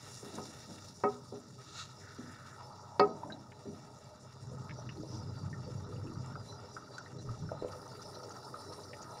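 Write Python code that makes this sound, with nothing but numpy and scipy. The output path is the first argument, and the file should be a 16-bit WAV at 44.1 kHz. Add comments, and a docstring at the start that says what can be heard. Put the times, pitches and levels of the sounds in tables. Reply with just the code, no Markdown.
"""In a kitchen, with the microphone close above a wide metal pan, potato chunks are stirred into thick gravy.
A wooden spoon scrapes the base, shoves the chunks and knocks the pan, whose modes ring; smeared gravy sears.
Then the gravy comes back to a simmer, a few dull taps fall and the bubbling is suddenly louder: ringing clicks
make the small bubbles, rising sines the large bursts and the taps, filtered crackle the oil, and dense low
thumps with a deep hum the steam below. The kitchen adds a short, mostly low reverberation."""
import sys
import numpy as np
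from scipy import signal
from scipy.fft import rfft, irfft
from scipy.io import wavfile
from scipy.ndimage import uniform_filter1d

SR = 44100
rng = np.random.default_rng(int(sys.argv[2]) if len(sys.argv) > 2 else 0)


def persist_wave(psi):
    """Save psi, clipped to +-1, as 16-bit WAV."""
    counts = np.round(np.clip(psi, -1, 1) * 32767).astype(np.int16)
    wavfile.write(sys.argv[1], SR, np.atleast_2d(counts).T)


N = 405719   # length in samples

# Colours of the sources close to the pan. Each row: frequency in Hz, relative gain in dB.
OIL_COLOUR = [(900, -6.5), (2600, -2), (3600, 0), (4400, -6), (5600, 3.5), (6300, -5.5), (7100, 0),
              (7900, -12), (9000, -35)]
SPRAY_COLOUR = [(6000, -67), (7900, -12), (8600, 6), (10000, 0.5), (12000, -5), (13800, -11.5), (14800, -8),
                (16000, -4.5)]
GRAVY_COLOUR = [(100, -6), (260, 3), (600, -3), (1250, -2.5), (1800, -15), (2500, -13.5)]
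STEAM_COLOUR = [(20, -21), (45, -14.5), (95, -14.5), (130, 6), (190, -0.5), (270, -6.5), (400, -16),
                (1000, -69.5)]
CHUNK_COLOUR = [(90, -18), (170, 9), (260, 10), (330, 7.5), (450, -5), (600, 0.5), (1000, -10), (2500, -87)]
SEAR_COLOUR = [(700, -21), (1200, 9), (2000, 1.5), (3000, 9.5), (3900, 11.5), (4900, 3.5), (7000, 6),
               (8200, -8), (13000, -27)]
WOOD_COLOUR = [(50, -37.5), (160, -1), (650, -2.5), (930, -3.5), (1120, -11), (2200, -18), (3100, -26),
               (4000, -23.5), (4450, -9), (5400, -23), (8000, -28)]
# Air resonances between the pan's walls. Each row: frequency in Hz, relative gain in dB.
HOLLOW_COLOUR = [(350, -1), (420, 9), (480, 1), (600, 7.5), (720, 0), (900, 7.5), (1100, -3), (1300, 10.5),
                 (1620, -3.5), (1860, 5), (2100, -7.5), (2290, 0.5), (2460, -13.5), (2760, 1.5),
                 (3070, -15), (3600, 1)]
# Narrow treble resonances that the fizz rings. 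Each row: frequency in Hz, relative level in dB.
FIZZ_MODES = [(3610, -18), (4010, -3), (4670, 0.5), (4950, -2.5), (5260, 1.5), (5440, -1), (5820, -1.5),
              (6800, -15.5)]
# Low resonances of the gravy's hum. Each row: frequency in Hz, relative level in dB, decay by 60 dB in seconds.
HUM_MODES = [(97.9, 2.5, 0.48), (125.1, 4.5, 0.33)]
# The pan's modes, the first being the drum of its base.
# Each row: frequency in Hz, relative level in dB, decay by 60 dB in seconds before the pan is damped.
PAN_MODES = [(249.1, -9, 0.27), (412, 3.5, 0.18), (566.5, 8, 0.051), (755.7, 2.5, 0.13), (946, -9.5, 0.11),
             (1260, -0.5, 0.24), (1284, -6.5, 0.22), (1890, -4, 0.056), (2223, -10, 0.082),
             (2624, -13.5, 0.076), (4400, -16, 0.03), (5000, -11, 0.069)]
# Hot metal is bared and the oil on it fries until gravy flows back.
# Each row: start in seconds, length in seconds, relative level in dB.
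BARED_PATCHES = [(-.1, 0.66, -56.5), (.74, 0.077, -59.5), (1.45, 1, -65)]
# Steam builds up under the still gravy and escapes in surges.
# Each row: start in seconds, length in seconds, level in dB before thumps and hum are balanced.
STEAM_SURGES = [(4.3, 0.92, -45), (5.1, 1.17, -41.5), (7.05, 0.44, -44.5)]
# Chunks shoved ahead of the spoon. Each row: start in seconds, length in seconds, level in dB.
CHUNK_SHOVES = [(.225, 0.039, -50), (.315, 0.081, -46), (.67, 0.045, -51), (1.325, 0.053, -53.5),
                (2.18, 0.031, -53), (3.03, 0.037, -41.5), (3.24, 0.076, -47.5), (3.655, 0.074, -53.5)]
# Spoon against the pan. Each row: start in seconds, relative strength in dB, contact cut-off in Hz,
# drive of the base relative to the contact in dB.
SPOON_KNOCKS = [(.229, -28, 615, -2), (0.3828, -26.5, 1700, -12), (1.0372, -13, 2270, 6),
                (1.323, -24.5, 607, 7.5), (2.184, -30, 436, 17), (2.996, -7, 4800, -20),
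                (3.655, -23, 375, 6.5), (3.68, -21.5, 310, 6)]
# Crisp spits of oil, and at 7.683 s a faint click that is none.
# Each row: start in seconds, relative level in dB, centre in Hz.
SPITS_AND_CLICK = [(.3536, -50, 6100), (3.518, -56, 1900), (4.694, -49, 1650), (4.709, -52, 1900),
                   (4.891, -50, 1680), (6.981, -52, 5100), (7.683, -60.5, 2370), (8.932, -52, 2080)]
# The spoon rubs the wall. Each row: start in seconds, length in seconds, level in dB.
WALL_RUBS = [(1.58, 0.025, -62)]
# Strokes of the spoon over the base. Each row: start in seconds, length in seconds, level in dB,
# rasp at the start in Hz, rasp at the end in Hz.
SPOON_STROKES = [(1.996, 0.57, -59, 1980, 1400), (2.547, 0.77, -56.5, 900, 728),
                 (3.44, 0.69, -62.5, 760, 684)]
# Large bursting bubbles, and at 7.517, 7.623 and 7.647 s short dull taps, perhaps from handling.
# Each row: start in seconds, relative peak in dB, starting pitch in Hz.
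POPS_AND_TAPS = [(3.233, -33.5, 896), (3.301, -43, 1605), (3.322, -41, 3960), (4.788, -39.5, 620),
                 (4.891, -44.5, 2760), (5.529, -44.5, 1810), (5.034, -37, 510), (5.963, -56.5, 2750),
                 (6.0707, -55, 2700), (6.156, -46.5, 1290), (6.3546, -37, 1327), (6.766, -35.5, 1350),
                 (6.981, -37.5, 1430), (7.06, -48.5, 1880), (7.289, -41, 1260), (7.49, -41, 1360),
                 (7.517, -30, 610), (7.623, -27, 426), (7.647, -26.5, 497), (8.541, -37, 1260),
                 (8.932, -46, 1890)]
# Runs of deep bubbles. Each row: start in seconds, length in seconds, level in dB, middle pitch in Hz.
GURGLE_RUNS = [(4.50, 0.041, -54, 453), (4.955, 0.084, -49, 346), (5.12, 0.062, -51, 288),
               (5.66, 0.043, -50, 510), (5.84, .16, -55.5, 450), (6.03, 0.1, -49.5, 298),
               (7.265, .04, -40, 130.6), (7.41, .035, -41, 131)]
# Froth hisses up. 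Each row: start in seconds, length in seconds, level in dB, middle pitch in Hz.
FROTH_HISSES = [(5.06, 0.16, -58.5, 5420)]
# Boiling froth sputters in a quick run of crackles. Each row: start in seconds, level in dB.
FROTH_SPUTTERS = [(7.711, -57), (8.014, -54.5), (8.14, -56), (8.229, -56.5), (8.304, -57), (8.72, -55.5),
                  (8.828, -57.5), (9.015, -54)]

OIL_DB, PLOP_DB, FIZZ_DB, STEAM_DB = -66.5, -61, -69, -54   # base levels while the pan is stirred
OIL_FOLLOWS, FIZZ_FOLLOWS = 0.079, 0.9   # share of the rise in vigour
SPRAY_DB, SPRAY_EXTRA_DB = -10.5, 6.5   # fine spray relative to the oil; extra once the bubbling steps up
FIZZ_T60_S = 0.044
SIMMER_S, SIMMER_RISE_S, SIMMER_DB = 4.31, 0.37, 5.5   # left alone, the gravy comes back to a simmer
STEP_S, STEP_RISE_S, STEP_DB = 7.67, 0.0093, 4   # from here the bubbling is abruptly louder
BARE_S, COVER_S = 0.046, 0.37   # rise and decay time of the frying
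SURGE_RISE_S, SURGE_FALL_S = 0.18, 0.25
SHOVE_RISE_S, SHOVE_FALL_S = 0.017, 0.073
SETTLE_S, SETTLE_DB_PER_S = 0.039, 230   # spoon and gravy settle back on the metal and damp it
RUB_HZ, RUB_T60_S, RUB_RISE_S, RUB_FALL_S = 1270, 0.14, 0.008, 0.013
# gravy smeared onto bare hot metal sears ever louder, then is quenched
SEAR_PEAK_S, SEAR_DB, SEAR_GROWTH_DB_PER_S, QUENCH_DB_PER_S = 1.838, -44.5, 108, 251
STROKE_RISE_S, STROKE_FALL_S = 0.0096, 0.08
SPUTTER_S, SPUTTER_HZ = 0.022, 5100   # length of a crackle, and the pitch they scatter round
KITCHEN_T60_S, CUTOFF_HZ = 0.28, 15600


def from_db(db):
    """Decibels to gain."""
    return 10 ** (np.asarray(db) / 20)


def rms_one(x):
    """Scale to unit power."""
    return x / np.sqrt(np.mean(x ** 2) + 1e-20)


def drift(rate):
    """Slow random curve of unit rms, with so many turning points per second."""
    steps = np.arange(N) * rate / SR
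    return rms_one(np.interp(steps, np.arange(4000), rng.standard_normal(4000)))


def ramp(start_s, rise_s):
    """From 0 to 1 in a straight line."""
    return np.clip((np.arange(N) / SR - start_s) / rise_s, 0, 1)


def swells(rows, rise_s, fall_s):
    """Gain of events that rise, hold and die away; their powers add."""
    t = np.arange(N) / SR
    gains = []
    for s, length, db, *_ in rows:
        fall = np.exp(-np.clip((t - s - length) / fall_s, 0, 20))
        gains.append(from_db(db) * ramp(s, rise_s) * fall)
    return np.linalg.norm(gains, axis=0)


def vigour():
    """How loud the gravy bubbles, in dB above the stirred pan."""
    simmering = SIMMER_DB * ramp(SIMMER_S, SIMMER_RISE_S)
    return simmering + STEP_DB * ramp(STEP_S, STEP_RISE_S)


def through(x, response):
    """Pass a sound through an impulse response."""
    return signal.oaconvolve(x, response)[:N]


def colour(x, *spectra, size=8192):
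    """Causal (minimum-phase) filter that follows the sum of some spectra in dB."""
    log_hz = np.log(np.maximum(np.fft.rfftfreq(size, 1 / SR), 1))
    db = sum(np.interp(log_hz, np.log(hz), level) for hz, level in map(np.transpose, spectra))
    cepstrum = irfft(np.log(from_db(db)))
    # folding the cepstrum forward in time gives minimum phase
    cepstrum[1:size // 2] *= 2
    cepstrum[size // 2 + 1:] = 0
    return through(x, irfft(np.exp(rfft(cepstrum))))


def band(x, hz, octaves):
    """Keep a band round a centre; unit power."""
    edges = np.minimum(hz * 2 ** (np.array([-.5, .5]) * octaves), .45 * SR)
    return rms_one(signal.sosfilt(signal.butter(2, edges, "band", fs=SR, output="sos"), x))


def ring(clicks, hz, t60):
    """A unit click sets a decaying sine of about height 1 ringing."""
    r = from_db(-60 / (t60 * SR))
    w = 2 * np.pi * hz / SR
    return signal.lfilter([0, np.sin(w)], [1, -2 * r * np.cos(w), r * r], clicks + 1e-18)


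def add(out, s, sound):
    """Mix a short sound in at time s."""
    start = int(s * SR)
    out[start:start + len(sound)] += sound[:N - start]


def echoes(x, t60, delay_s):
    """Dense reflections of unit energy that begin after a delay and die away."""
    t = np.arange(SR // 2) / SR
    tail = rng.standard_normal(len(t)) * from_db(-60 * t / t60) * (t > delay_s)
    return through(x, tail / np.linalg.norm(tail))


def grains(per_s, spread_db, clump_db):
    """Random clicks of either sign in flurries, their sizes spread by so many dB."""
    born = rng.random(N) < per_s * from_db(clump_db * drift(25)) / SR
    sizes = rng.laplace(size=N)[born]
    clicks = np.zeros(N)
    clicks[born] = np.sign(sizes) * from_db(spread_db * np.minimum(np.abs(sizes), 5))
    return clicks


def bubbles(bursts, low_hz, high_hz, cycles, count=20):
    """Each burst rings for a few cycles; bubbles that come together are of like size."""
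    sizes = 0.56 * drift(22) + .2 * rng.standard_normal(N)
    dealt = np.floor(count * sizes).astype(int) % count
    pitches = np.geomspace(low_hz, high_hz, count)
    return sum(ring(bursts * (dealt == k), hz, cycles / hz) * hz for k, hz in enumerate(pitches))


def patchy(x, depth_db, count=7):
    """Let the part below 3.3 kHz and each slice from there to 12 kHz flutter on its own."""
    out = 0
    for hz in np.geomspace(3300, 12000, count):
        low = signal.sosfiltfilt(signal.butter(4, hz, fs=SR, output="sos"), x)
        out = out + low * from_db(depth_db * drift(28))
        x = x - low
    return out + x


def sizzle(snap_s=0.0036):
    """Water droplets burst in hot oil, each a short puff of steam; the largest throw a fine bright spray."""
    level = np.hypot(from_db(OIL_DB + OIL_FOLLOWS * vigour()), swells(BARED_PATCHES, BARE_S, COVER_S))
    spray_db = SPRAY_DB + SPRAY_EXTRA_DB * ramp(STEP_S, STEP_RISE_S)
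    snaps = grains(per_s=2600, spread_db=2.5, clump_db=1.5)
    puff_power = signal.lfilter([1], [1, -np.exp(-1 / (snap_s * SR))], snaps ** 2 + 1e-18)
    puffs = np.sqrt(puff_power) * rng.standard_normal(N)
    crackle = rms_one(puffs) + rms_one(snaps)
    oil = rms_one(colour(crackle, OIL_COLOUR, HOLLOW_COLOUR))
    largest = rms_one(snaps * np.abs(snaps))   # squaring favours the large snaps
    spray = rms_one(colour(crackle + 0.33 * largest, SPRAY_COLOUR)) * from_db(spray_db)
    return level * patchy(oil + spray, depth_db=3.5)


def simmer(flutter_db=5.0):
    """Small bubbles plop in the hollow of the pan; the tiniest fizz in flurries and ring the air in it."""
    plop_db = PLOP_DB + vigour()
    fizz_db = FIZZ_DB + FIZZ_FOLLOWS * vigour()
    bursts = grains(per_s=2200, spread_db=1.3, clump_db=2)
    plops = bubbles(bursts, low_hz=235, high_hz=2000, cycles=36, count=24)
    plops = rms_one(colour(plops, GRAVY_COLOUR, HOLLOW_COLOUR))
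    ticks = grains(per_s=2500, spread_db=2.4, clump_db=2.5)
    fizz = np.zeros(N)
    for k, (hz, db) in enumerate(FIZZ_MODES):
        flutter = from_db(db + flutter_db * drift(20))
        fizz += (-1) ** k * flutter * rms_one(ring(ticks, hz, FIZZ_T60_S))
    tiny_bursts = grains(per_s=340, spread_db=5.5, clump_db=1.0)
    pips = bubbles(tiny_bursts, low_hz=3950, high_hz=7320, cycles=110, count=10)
    treble = rms_one(fizz) + from_db(-8.0) * rms_one(pips)
    return from_db(plop_db) * plops + from_db(fizz_db) * treble


def rumble(even_s=0.24):
    """Steam pockets collapse on the base in dense low thumps; the gravy over them gives a deep, even hum."""
    level = np.hypot(from_db(STEAM_DB), swells(STEAM_SURGES, SURGE_RISE_S, SURGE_FALL_S))
    thumps = rms_one(colour(grains(per_s=250, spread_db=-3.0, clump_db=1.0), STEAM_COLOUR))
    hum = np.zeros(N)
    for hz, db, t60 in HUM_MODES:
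        nudges = grains(per_s=180, spread_db=0.0, clump_db=3.5)
        hum += from_db(db) * rms_one(ring(nudges, hz, t60))
    hum = band(hum, 121.5, 1.7)
    # dividing by the running level keeps the hum even
    hum = hum / np.sqrt(np.abs(uniform_filter1d(hum ** 2, size=int(even_s * SR))) + 1e-12)
    return level * (from_db(-6.5) * thumps + from_db(-3.5) * hum)


def shoves():
    """Chunks tumble ahead of the spoon in flurries of dull bumps."""
    bumps = rms_one(colour(grains(per_s=1000, spread_db=1.2, clump_db=3.0), CHUNK_COLOUR))
    return swells(CHUNK_SHOVES, SHOVE_RISE_S, SHOVE_FALL_S) * bumps


def knocks(swell_s=0.018):
    """Wood strikes the pan, dull where gravy or a chunk cushions it; the wall rings and the base booms."""
    contact, on_wall, on_base = np.zeros((3, N))
    for s, strength_db, cut_hz, boom_db in SPOON_KNOCKS:
        cushion = signal.butter(4, cut_hz, fs=SR, output="sos")
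        push = from_db(strength_db) * signal.sosfilt(cushion, signal.unit_impulse(SR // 20))
        add(contact, s, push)
        # a gentle spoon stays on the wall and mutes it
        add(on_wall, s, push * min(1, from_db(strength_db + 20.5)))
        add(on_base, s, push * from_db(boom_db))
    t = np.arange(SR // 2) / SR
    swell = 1 - np.exp(-t / swell_s)   # the blow takes a moment to spread round the metal
    settle_db = SETTLE_DB_PER_S * np.maximum(t - SETTLE_S, 0)
    modes = []
    for hz, db, t60 in PAN_MODES:
        modes.append(swell * from_db(db - settle_db - 60 * t / t60) * np.sin(2 * np.pi * hz * t))
    base, *wall = modes
    metal = from_db(-9.0) * (through(on_wall, sum(wall)) + through(on_base, base))
    clack = from_db(20.5) * colour(contact, WOOD_COLOUR)
    dull_clack = signal.lfilter(*signal.butter(1, 1300, fs=SR), clack)
    body = from_db(3.5) * echoes(dull_clack, t60=0.14, delay_s=0.004)
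    return metal + clack + body + from_db(4.5) * echoes(clack, t60=0.021, delay_s=0.0022)


def spits_and_click(t60=0.045, width_octaves=0.75):
    """Broad, dry ticks of fading noise: water trapped in oil flashes to steam; one is only a faint click."""
    out, t = np.zeros(N), np.arange(SR // 20) / SR
    for s, level_db, hz in SPITS_AND_CLICK:
        fade = from_db(level_db + 4 - 60 * t / t60)
        add(out, s, fade * band(rng.standard_normal(len(t)), hz, width_octaves))
    return out


def rubs():
    """The spoon drags along the wall and sets its clearest mode singing."""
    singing = rms_one(ring(grains(per_s=900, spread_db=12.0, clump_db=11), RUB_HZ, RUB_T60_S))
    return swells(WALL_RUBS, RUB_RISE_S, RUB_FALL_S) * singing


def sear():
    """Gravy smeared on hot metal boils off in dense clicks that swell to a peak and are then quenched."""
    since_peak = np.arange(N) / SR - SEAR_PEAK_S
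    below_peak_db = np.maximum(-SEAR_GROWTH_DB_PER_S * since_peak, QUENCH_DB_PER_S * since_peak)
    clicks = grains(per_s=4900, spread_db=1.0, clump_db=6.0)
    return from_db(SEAR_DB - below_peak_db) * rms_one(colour(clicks, SEAR_COLOUR, HOLLOW_COLOUR))


def scrape(count=10, width_octaves=0.32, wander_octaves=0.11):
    """The spoon slips over the base in a rasp that wanders in pitch and deepens as it sinks in."""
    glides = []
    for s, length, _, first_hz, last_hz in SPOON_STROKES:
        glides += [(s, first_hz), (s + length, last_hz)]
    stroke_hz = np.interp(np.arange(N) / SR, *np.transpose(glides))
    centre_hz = stroke_hz * 2 ** (wander_octaves * drift(12))
    slips, rasp = grains(per_s=1800, spread_db=2.0, clump_db=4.5), np.zeros(N)
    for hz in np.geomspace(620, 2300, count):
        nearness = np.exp(-.5 * (np.log2(hz / centre_hz) / width_octaves) ** 2)
        rasp += nearness * rms_one(ring(slips * rng.standard_normal(N), hz, 32 / hz))
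    rasp = signal.lfilter(*signal.butter(2, 500, "high", fs=SR), rasp)
    return swells(SPOON_STROKES, STROKE_RISE_S, STROKE_FALL_S) * rms_one(colour(rasp, HOLLOW_COLOUR))


def pops_and_taps(glide=0.021, skin_db=-21, longest_s=0.019):
    """A large bubble tears open and rings with rising pitch, damped more when deep; so do the dull taps."""
    out, t = np.zeros(N), np.arange(SR // 10) / SR
    for s, peak_db, hz in POPS_AND_TAPS:
        damping = 1 + (500 / hz) ** 2
        age = t * damping / longest_s
        envelope = from_db(-60 * age) * (1 - np.exp(-t * hz * damping / 3))
        tone = np.sin(2 * np.pi * hz * np.cumsum(1 + glide * np.minimum(age, 1)) / SR)
        skin = damping * rms_one(ring(rng.standard_normal(len(t)), hz, 7 / hz))
        add(out, s, from_db(peak_db) * envelope / envelope.max() * (tone + from_db(skin_db) * skin))
    bright = signal.lfilter(*signal.butter(2, 900, "high", fs=SR), out)
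    return out + echoes(bright, t60=0.061, delay_s=0.0021)


def flurries(rows, per_s, cycles, scatter_octaves):
    """Runs of like-sized bubbles that swell and fade, each bubble ringing at a pitch of its own."""
    out, t = np.zeros(N), np.arange(SR // 10) / SR
    for s, length, db, hz in rows:
        when, size, strength = rng.random((3, 200))
        count = int(np.clip(per_s * length, 2, 200))
        run = np.zeros(SR // 2)
        for k in range(count):
            place = (k + when[k]) / count   # 0 to 1 along the run
            pitch = hz * 2 ** (scatter_octaves * (2 * size[k] - 1))
            height = (.5 + strength[k]) * np.sqrt(np.sin(np.pi * place))
            fade = from_db(-60 * t * pitch / cycles)
            add(run, place * length, height * fade * np.sin(2 * np.pi * pitch * t))
        add(out, s, from_db(db) * run / np.sqrt(np.sum(run ** 2) / (length * SR)))
    return out


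def vents():
    """Steam breaks through: gurgles where the gravy is deep, soft hisses and crisp sputters where it froths."""
    gurgles = flurries(GURGLE_RUNS, per_s=110, cycles=24, scatter_octaves=0.29)
    hisses = flurries(FROTH_HISSES, per_s=630, cycles=160, scatter_octaves=0.14)
    crackles = [(s, SPUTTER_S, db, SPUTTER_HZ * 2 ** rng.normal(0, 0.13)) for s, db in FROTH_SPUTTERS]
    sputters = flurries(crackles, per_s=700, cycles=74, scatter_octaves=0.27)
    return gurgles + hisses + sputters


def scene():
    """All sources are summed close to the microphone; the kitchen gives back the lows of all but the rumble."""
    stirring = shoves() + knocks() + rubs() + sear() + scrape()
    close = sizzle() + simmer() + stirring + spits_and_click() + pops_and_taps() + vents()
    lows = signal.lfilter(*signal.butter(2, 850, fs=SR), close)
    kitchen = echoes(lows, t60=KITCHEN_T60_S, delay_s=0.006)
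    return (close + rumble() + from_db(-4.5) * kitchen)[None]


def record(dry):
    """The top is cut steeply."""
    return signal.sosfilt(signal.ellip(12, .2, 80, CUTOFF_HZ, fs=SR, output="sos"), dry)


dry = scene()
out = record(dry)
persist_wave(out)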